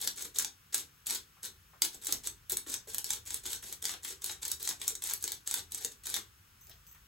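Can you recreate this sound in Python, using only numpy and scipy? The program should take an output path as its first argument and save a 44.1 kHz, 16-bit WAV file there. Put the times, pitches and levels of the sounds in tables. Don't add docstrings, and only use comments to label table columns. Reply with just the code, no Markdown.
import sys
import numpy as np
from scipy import signal
from scipy.fft import rfft, irfft, next_fast_len
from scipy.io import wavfile
from scipy.ndimage import uniform_filter1d, map_coordinates

SR = 44100
rng = np.random.default_rng(int(sys.argv[2]) if len(sys.argv) > 2 else 0)


def generate_wav(sig):
    pcm = np.round(np.clip(np.atleast_2d(sig).T, -1, 1) * 32767).astype(np.int16)
    wavfile.write(sys.argv[1], SR, pcm)


N = 312183
TOP_HZ = 16100


def amp(db):
    return 10 ** (np.asarray(db) / 20)


def unit(x):
    return x / np.sqrt(np.mean(x ** 2) + 1e-20)


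def along(points, hz):
    point_hz, value = np.transpose(points)
    return np.interp(np.log(hz + 1), np.log(point_hz + 1), value)


def bump(hz, centre_hz, octaves):
    return np.exp(-(np.log2((hz + 1) / centre_hz) / octaves) ** 2)


def wobble(rate):
    position = np.arange(N) * rate / SR
    return map_coordinates(rng.standard_normal(4096), [position], order=2, mode="wrap")


def resonances(modes, hz):
    total = 0
    for k, (centre, width, db) in enumerate(modes):
        mode = 1j * hz * width / (centre * centre - hz * hz + 1j * hz * width)
        total = total + (-1) ** k * amp(db) * mode
    return total


def filtered(x, response):
    m = next_fast_len(N + SR // 2)
    return irfft(rfft(x, m) * response(np.fft.rfftfreq(m, 1 / SR)), m)[..., :N]


def struck(x, colour_db, size=4096):
    cepstrum = irfft(np.log(amp(colour_db(np.fft.rfftfreq(size, 1 / SR))) + 1e-6))
    cepstrum[1:size // 2] *= 2
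    cepstrum[size // 2 + 1:] = 0
    response = irfft(np.exp(rfft(cepstrum)))
    return signal.fftconvolve(x, response / np.linalg.norm(response))[:N]


def add(track, s, sound):
    start = max(0, round(s * SR))
    part = track[start:start + len(sound)]
    part += sound[:len(part)]


# (start [s], end [s], relative crunch level [dB], growth from start to end [dB])
MILL_TWISTS = [(0, 0.096, -36.5, -6.5), (0.155, 0.27, -40.5, -3), (0.341, 0.432, -37, 5),
               (0.723, 0.822, -38, -6), (1.057, 1.173, -35, -1), (1.424, 1.477, -37, 7.5),
               (1.814, 1.864, -34, 8), (1.915, 1.96, -47, 6), (2.01, 2.134, -41, 7),
               (2.232, 2.278, -39.5, -8), (2.493, 2.543, -35, -4), (2.661, 2.754, -37.5, 9),
               (2.87, 2.99, -45.5, -10), (3.05, 3.176, -39, 6), (3.252, 3.38, -41.5, 1),
               (3.432, 3.568, -38, -3.5), (3.616, 3.755, -45, -2.5), (3.817, 3.947, -39, 2),
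               (4.024, 4.135, -40, 2), (4.213, 4.335, -40.5, 4.5), (4.413, 4.538, -41, -4.5),
               (4.593, 4.722, -38.5, 2.5), (4.792, 4.917, -41.5, 7), (5.013, 5.149, -36, 9),
               (5.2, 5.357, -45.5, 0), (5.45, 5.599, -41, 12.5), (5.703, 5.871, -44, 3),
               (5.909, 5.93, -41.5, 5), (6.032, 6.194, -39.5, 7)]
TWIST_ARCH_DB = 1


def effort(ramp=0.0097):
    force = np.zeros(N)
    for start, end, db, growth_db in MILL_TWISTS:
        t = np.arange(max(round((end - start) * SR), 2)) / SR
        turning = np.clip(np.minimum(t, t[-1] - t) / ramp, 0, 1)
        progress = t / t[-1] - .5
        arch_db = TWIST_ARCH_DB * (np.cos(np.pi * progress) - 2 / np.pi)
        add(force, start, turning * amp(db + growth_db * progress + arch_db))
    return force


def fragments(count, spread_db, clump_db, clump_rate, t60, ring_db, size=96):
    draws = rng.random((count, 3))
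    strength = amp(spread_db * np.minimum(-np.log(1 - draws[:, 1]), 2.5))
    pitch_hz = 1500 * 10 ** draws[:, 2:]
    colour = amp(ring_db * bump(np.fft.rfftfreq(size, 1 / SR), pitch_hz, octaves=0.27))
    noise = irfft(rfft(rng.standard_normal((count, size))) * colour)
    snaps = noise * amp(-60 * np.arange(size) / SR / t60)
    where = (draws[:, :1] * N).astype(int) + np.arange(size)
    run = np.bincount(where.ravel(), (snaps * strength[:, None]).ravel(), N)[:N]
    run = run * amp(clump_db * wobble(clump_rate))
    power = np.abs(uniform_filter1d(run ** 2, SR // 25))
    return run / np.sqrt(power + np.mean(run ** 2) / 20)


# (frequency [Hz], relative level per Hz [dB])
CRUNCH_COLOUR = [(100, -43), (300, -12), (620, -22), (900, -6.5), (1300, -12), (1700, -4), (2700, -12),
                 (3600, -2), (5200, -7), (6500, -1), (8000, 1.5), (10500, -0.5), (13000, -4.5),
                 (15500, -7.5)]
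# (frequency [Hz], width [Hz], lift, or dip if negative [dB])
BARREL_MODES = [(1010, 340, -5), (1760, 260, -5), (2020, 110, -4), (3360, 250, -0.5), (4300, 480, 1),
                (4350, 810, 0), (5000, 350, 0), (6000, 540, 2), (8050, 170, 3)]


def barrel_db(hz):
    colour_db = along(CRUNCH_COLOUR, hz)
    for centre, width, db in BARREL_MODES:
        colour_db = colour_db + db / (1 + (2 * (hz - centre) / width) ** 2)
    return colour_db


# (frequency [Hz], width [Hz], relative level [dB])
BODY_MODES = [(209, 56, -9.5), (293, 95, -10), (354, 54, -2.5), (393, 42, 0.5), (465, 53, -2.5),
              (534, 88, -12), (770, 79, -10.5)]


def grinding(force, crunch_db=-4.5, rumble_db=-55.0, follow=0.38):
    crumbs = force * fragments(count=9000, spread_db=3.0, clump_db=4.0, clump_rate=83, t60=0.0045, ring_db=7.5)
    jerks = fragments(count=1500, spread_db=8, clump_db=1, clump_rate=65, t60=0.0019, ring_db=-39.0)
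    jerks = force ** follow * jerks
    rumble = struck(jerks, lambda hz: 20 * np.log10(np.abs(resonances(BODY_MODES, hz)) + 1e-5))
    return amp(crunch_db) * struck(crumbs, barrel_db) + amp(rumble_db) * rumble


CHIP_DB, CHIP_SCATTER_DB, CHIP_TILT_DB = 7, 2.5, 6.5


def chips(force, count=100):
    moments = ((np.arange(count) + rng.random(count)) * (N - 1) / count).astype(int)
    rows = []
    for at, (loud, bright) in zip(moments, rng.standard_normal((count, 2))):
        db = 20 * np.log10(force[at] + 1e-9) + CHIP_DB + CHIP_SCATTER_DB * loud
        rows.append((at / SR, db, CHIP_TILT_DB * bright))
    return rows


# (time [s], relative level [dB], brightness [dB per octave])
CORN_CRACKS = [(.0151, -33.5, 4), (.0746, -19.5, 1), (.386, -17.5, 4), (.3966, -25, -3), (.4468, -25, -1.5),
               (.7442, -18.5, -.5), (1.0685, -26, 3), (1.107, -24.5, -1), (1.4312, -35, 1), (1.82, -14, 1),
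               (2.0693, -24.5, 2), (2.1243, -17.5, 5), (2.2722, -24.5, 1), (2.4972, -25.5, 10),
               (2.5203, -21, 13), (2.57, -22, 2), (2.7408, -24, 0.5), (2.9458, -24, 2),
               (2.9825, -22.5, 0.5), (3.0438, -26, 3.5), (3.105, -21.5, 0), (3.3435, -25, 4),
               (3.5313, -26, 2), (3.7261, -29, 1), (3.825, -31, 4), (3.8537, -21.5, -.5),
               (3.894, -27, -5.5), (4.0496, -31.5, -6), (4.2195, -39, 4), (4.243, -24.5, 4),
               (4.2968, -28, -7.5), (4.4519, -28, 3), (4.4803, -28, 12), (4.516, -21, 5), (4.6752, -24, -2),
               (4.6908, -22, 3.5), (4.816, -28.5, -2), (4.8793, -18.5, 4.5), (4.9527, -31, 2),
               (5.0219, -33, 1.5), (5.0392, -27.5, 5), (5.1363, -21.5, 2.5), (5.2259, -29, 14),
               (5.2406, -23.5, 1.5), (5.2774, -26.5, 0.5), (5.3197, -25.5, 4.5), (5.4751, -25, 0),
               (5.5118, -24.5, -0.5), (5.5411, -19.5, -0.5), (5.7206, -31, 5), (5.7469, -27.5, 2.5),
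               (5.8478, -23, 1), (6.0692, -28, -1), (6.1415, -21.5, 0.5), (6.1643, -26.5, -2)]
RING_HZ, RING_OCTAVES = 6520, .7


def cracking(breaks, crack_db=0, snap_t60=0.0016, splinter_db=-8, splinter_t60=0.014,
             pivot_hz=7500, ring_db=6, rise=0.00015, size=1024):
    track, t, hz = np.zeros(N), np.arange(size) / SR, np.fft.rfftfreq(size, 1 / SR)
    octaves = np.log2(np.clip(hz, 2200, 14000) / pivot_hz)
    envelope = amp(-60 * t / snap_t60) + amp(splinter_db - 60 * t / splinter_t60)
    envelope = envelope * (1 - np.exp(-t / rise))
    lead = size // 8
    for s, db, tilt_db in breaks:
        ring_hz = RING_HZ * 2 ** (RING_OCTAVES * rng.standard_normal())
        spectrum = rfft(np.roll(envelope * rng.standard_normal(size), lead))
        spectrum /= np.sqrt(uniform_filter1d(np.abs(spectrum) ** 2, size=40))
        colour = amp(tilt_db * octaves + ring_db * bump(hz, ring_hz, octaves=0.36))
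        burst = irfft(spectrum * colour * (hz < TOP_HZ))
        burst = burst * np.sqrt(SR / 1000 / np.sum(burst ** 2))
        add(track, s - lead / SR, amp(db) * burst)
    return amp(crack_db) * struck(track, barrel_db)


# (time [s], relative level [dB])
SHAFT_KNOCKS = [(.049, -55), (.253, -48.5), (2.086, -43.5), (2.265, -48), (2.521, -42.5), (2.668, -46),
                (2.694, -46), (2.873, -47.5), (4.105, -51), (4.688, -49.5), (4.902, -48.5), (5.111, -61),
                (5.243, -49.5), (5.849, -46.5)]
KNOCK_HZ = 401


def knocking(knock_db=0, t60=0.039, rise=0.00053, spread=0.44):
    track, t = np.zeros(N), np.arange(SR // 8) / SR
    hz = np.fft.rfftfreq(len(t), 1 / SR)
    envelope = amp(-60 * t / t60) * (1 - np.exp(-t / rise))
    for s, db in SHAFT_KNOCKS:
        noise = irfft(rfft(rng.standard_normal(len(t))) * bump(hz, KNOCK_HZ, spread), len(t))
        knock = envelope * noise
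        knock = knock * np.linalg.norm(envelope) / np.linalg.norm(knock) / np.sqrt(2)
        add(track, s, amp(db + knock_db) * knock)
    return track


# (time [s], time to fade by 60 dB [s], relative level [dB], pitch [Hz])
HAND_BRUSHES = [(1.365, 0.11, -63.5, 1310), (1.732, 0.074, -56.5, 990), (6.68, 0.18, -68, 503),
                (6.694, 0.025, -62, 5500), (6.711, 0.039, -48, 3400), (6.733, 0.019, -64, 3200),
                (6.945, 0.092, -59, 1480)]
# (time [s], relative ring level [dB], relative tick level [dB])
SPRING_JOLTS = [(6.61, -55, -60), (6.67, -62, -48.5), (6.696, -63, -42.5), (6.867, -54.5, -48.5),
                (6.913, -60, -53), (6.948, -77, -53)]
# (frequency [Hz], width [Hz], relative level [dB])
SPRING_MODES = [(6210, 140, -7), (7900, 200, -11), (11100, 200, -19), (14150, 100, 5)]


def handling(brush_width=0.99, brush_rise=0.0021, ring_db=-2, ring_t60=0.37, tick_t60=0.011):
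    track, t = np.zeros(N), np.arange(SR // 2) / SR
    hz = np.fft.rfftfreq(len(t), 1 / SR)

    def noise(response):
        return unit(irfft(rfft(rng.standard_normal(len(t))) * response))

    for s, t60, db, pitch_hz in HAND_BRUSHES:
        envelope = amp(db - 60 * t / t60) * (1 - np.exp(-t / brush_rise))
        add(track, s, envelope * noise(bump(hz, pitch_hz, brush_width)))
    for s, db, tick_db in SPRING_JOLTS:
        ring = amp(db + ring_db - 60 * t / ring_t60) * noise(resonances(SPRING_MODES, hz))
        tick = amp(tick_db - 60 * t / tick_t60) * noise(np.sqrt(hz) * (hz < TOP_HZ))
        add(track, s, ring + tick)
    return track


# (frequency [Hz], time to fade by 60 dB [s])
ROOM_DECAY = [(200, 0.38), (530, 0.23), (1400, 0.22), (3700, 0.2), (9700, 0.18), (15000, 0.16)]
# (frequency [Hz], level [dB])
ECHO_LEVEL = [(200, 7), (1000, 1.5), (4000, 0.5), (8000, -3), (11000, -3.5), (15000, -2.5)]


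def kitchen(x, build_up=0.00037, count=160):
    wet, step = np.zeros((2, N)), N // count + 1
    for start in range(0, N, step):
        hz, t, z = signal.stft(rng.standard_normal((2, SR // 2)), SR, nperseg=256)
        z = z * amp(-60 * t / along(ROOM_DECAY, hz)[:, None]) * (1 - np.exp(-t / build_up))
        z = z / np.linalg.norm(z, axis=2, keepdims=True)
        tails = signal.istft(z, SR, nperseg=256)[1]
        for channel, tail in zip(wet, tails):
            echo = signal.fftconvolve(x[start:start + step], tail / np.linalg.norm(tail))
            add(channel, start / SR, echo)
    return filtered(wet, lambda hz: amp(along(ECHO_LEVEL, hz)))


# (frequency [Hz], relative level per Hz [dB])
HISS_COLOUR = [(22, -28), (45, -5), (100, 2), (160, -2.5), (250, -14), (400, -15), (650, -24), (1000, -15),
               (1500, -10.5), (2000, -15.5), (2800, -14), (4500, -19.5), (15500, -15)]
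# (time [s], relative level [dB])
HUM_LEVEL = [(0, -68.5), (1.9, -66), (2.3, -61), (3.3, -60), (4, -62.5), (7, -62)]


def ambience(floor_db=-63, hum_db=-4, hum_hz=65, hum_width=0.91, swell_db=2.0):
    hiss = unit(filtered(rng.standard_normal((2, N)), lambda hz: amp(along(HISS_COLOUR, hz))))
    hum = unit(filtered(rng.standard_normal((2, N)), lambda hz: bump(hz, hum_hz, hum_width)))
    level_db = np.interp(np.arange(N) / SR, *np.transpose(HUM_LEVEL)) + swell_db * wobble(4.93)
    return amp(floor_db) * hiss + amp(hum_db + level_db) * hum


# (frequency [Hz], gain on the side signal [dB])
SIDE_WIDTH = [(60, -17), (350, -9.5), (700, -1.5), (1500, -0.5), (4500, -4), (6000, 4), (7200, -30),
              (15000, -17)]


def scene(crunch_room_db=0, crack_room_db=-1.5):
    force = effort()
    crunch = grinding(force) + knocking() + handling()
    cracks = cracking(list(CORN_CRACKS) + chips(force))
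    to_room = amp(crunch_room_db) * crunch + amp(crack_room_db) * cracks
    mid, side = kitchen(to_room) + ambience()
    mid = mid + crunch + cracks
    side = filtered(side, lambda hz: amp(along(SIDE_WIDTH, hz)))
    return np.array([mid + side, mid - side])


# (frequency [Hz], left minus right [dB])
LEFT_BALANCE = [(100, 0.5), (400, 1.5), (950, 0.5), (1200, 8.5), (1700, 0), (2600, 3), (4500, 5.5),
                (6200, 2), (7500, 0)]


def record(dry):
    def ports(hz):
        late_cycles = .00026 * np.maximum(hz - 7650, 0)
        left = amp(along(LEFT_BALANCE, hz) / 2) * np.exp(-1j * np.pi * late_cycles)
        return np.array([left, 1 / left])
    return filtered(filtered(dry, ports), lambda hz: 1 / (1 + (hz / TOP_HZ) ** 120))


dry = scene()
out = record(dry)
generate_wav(out)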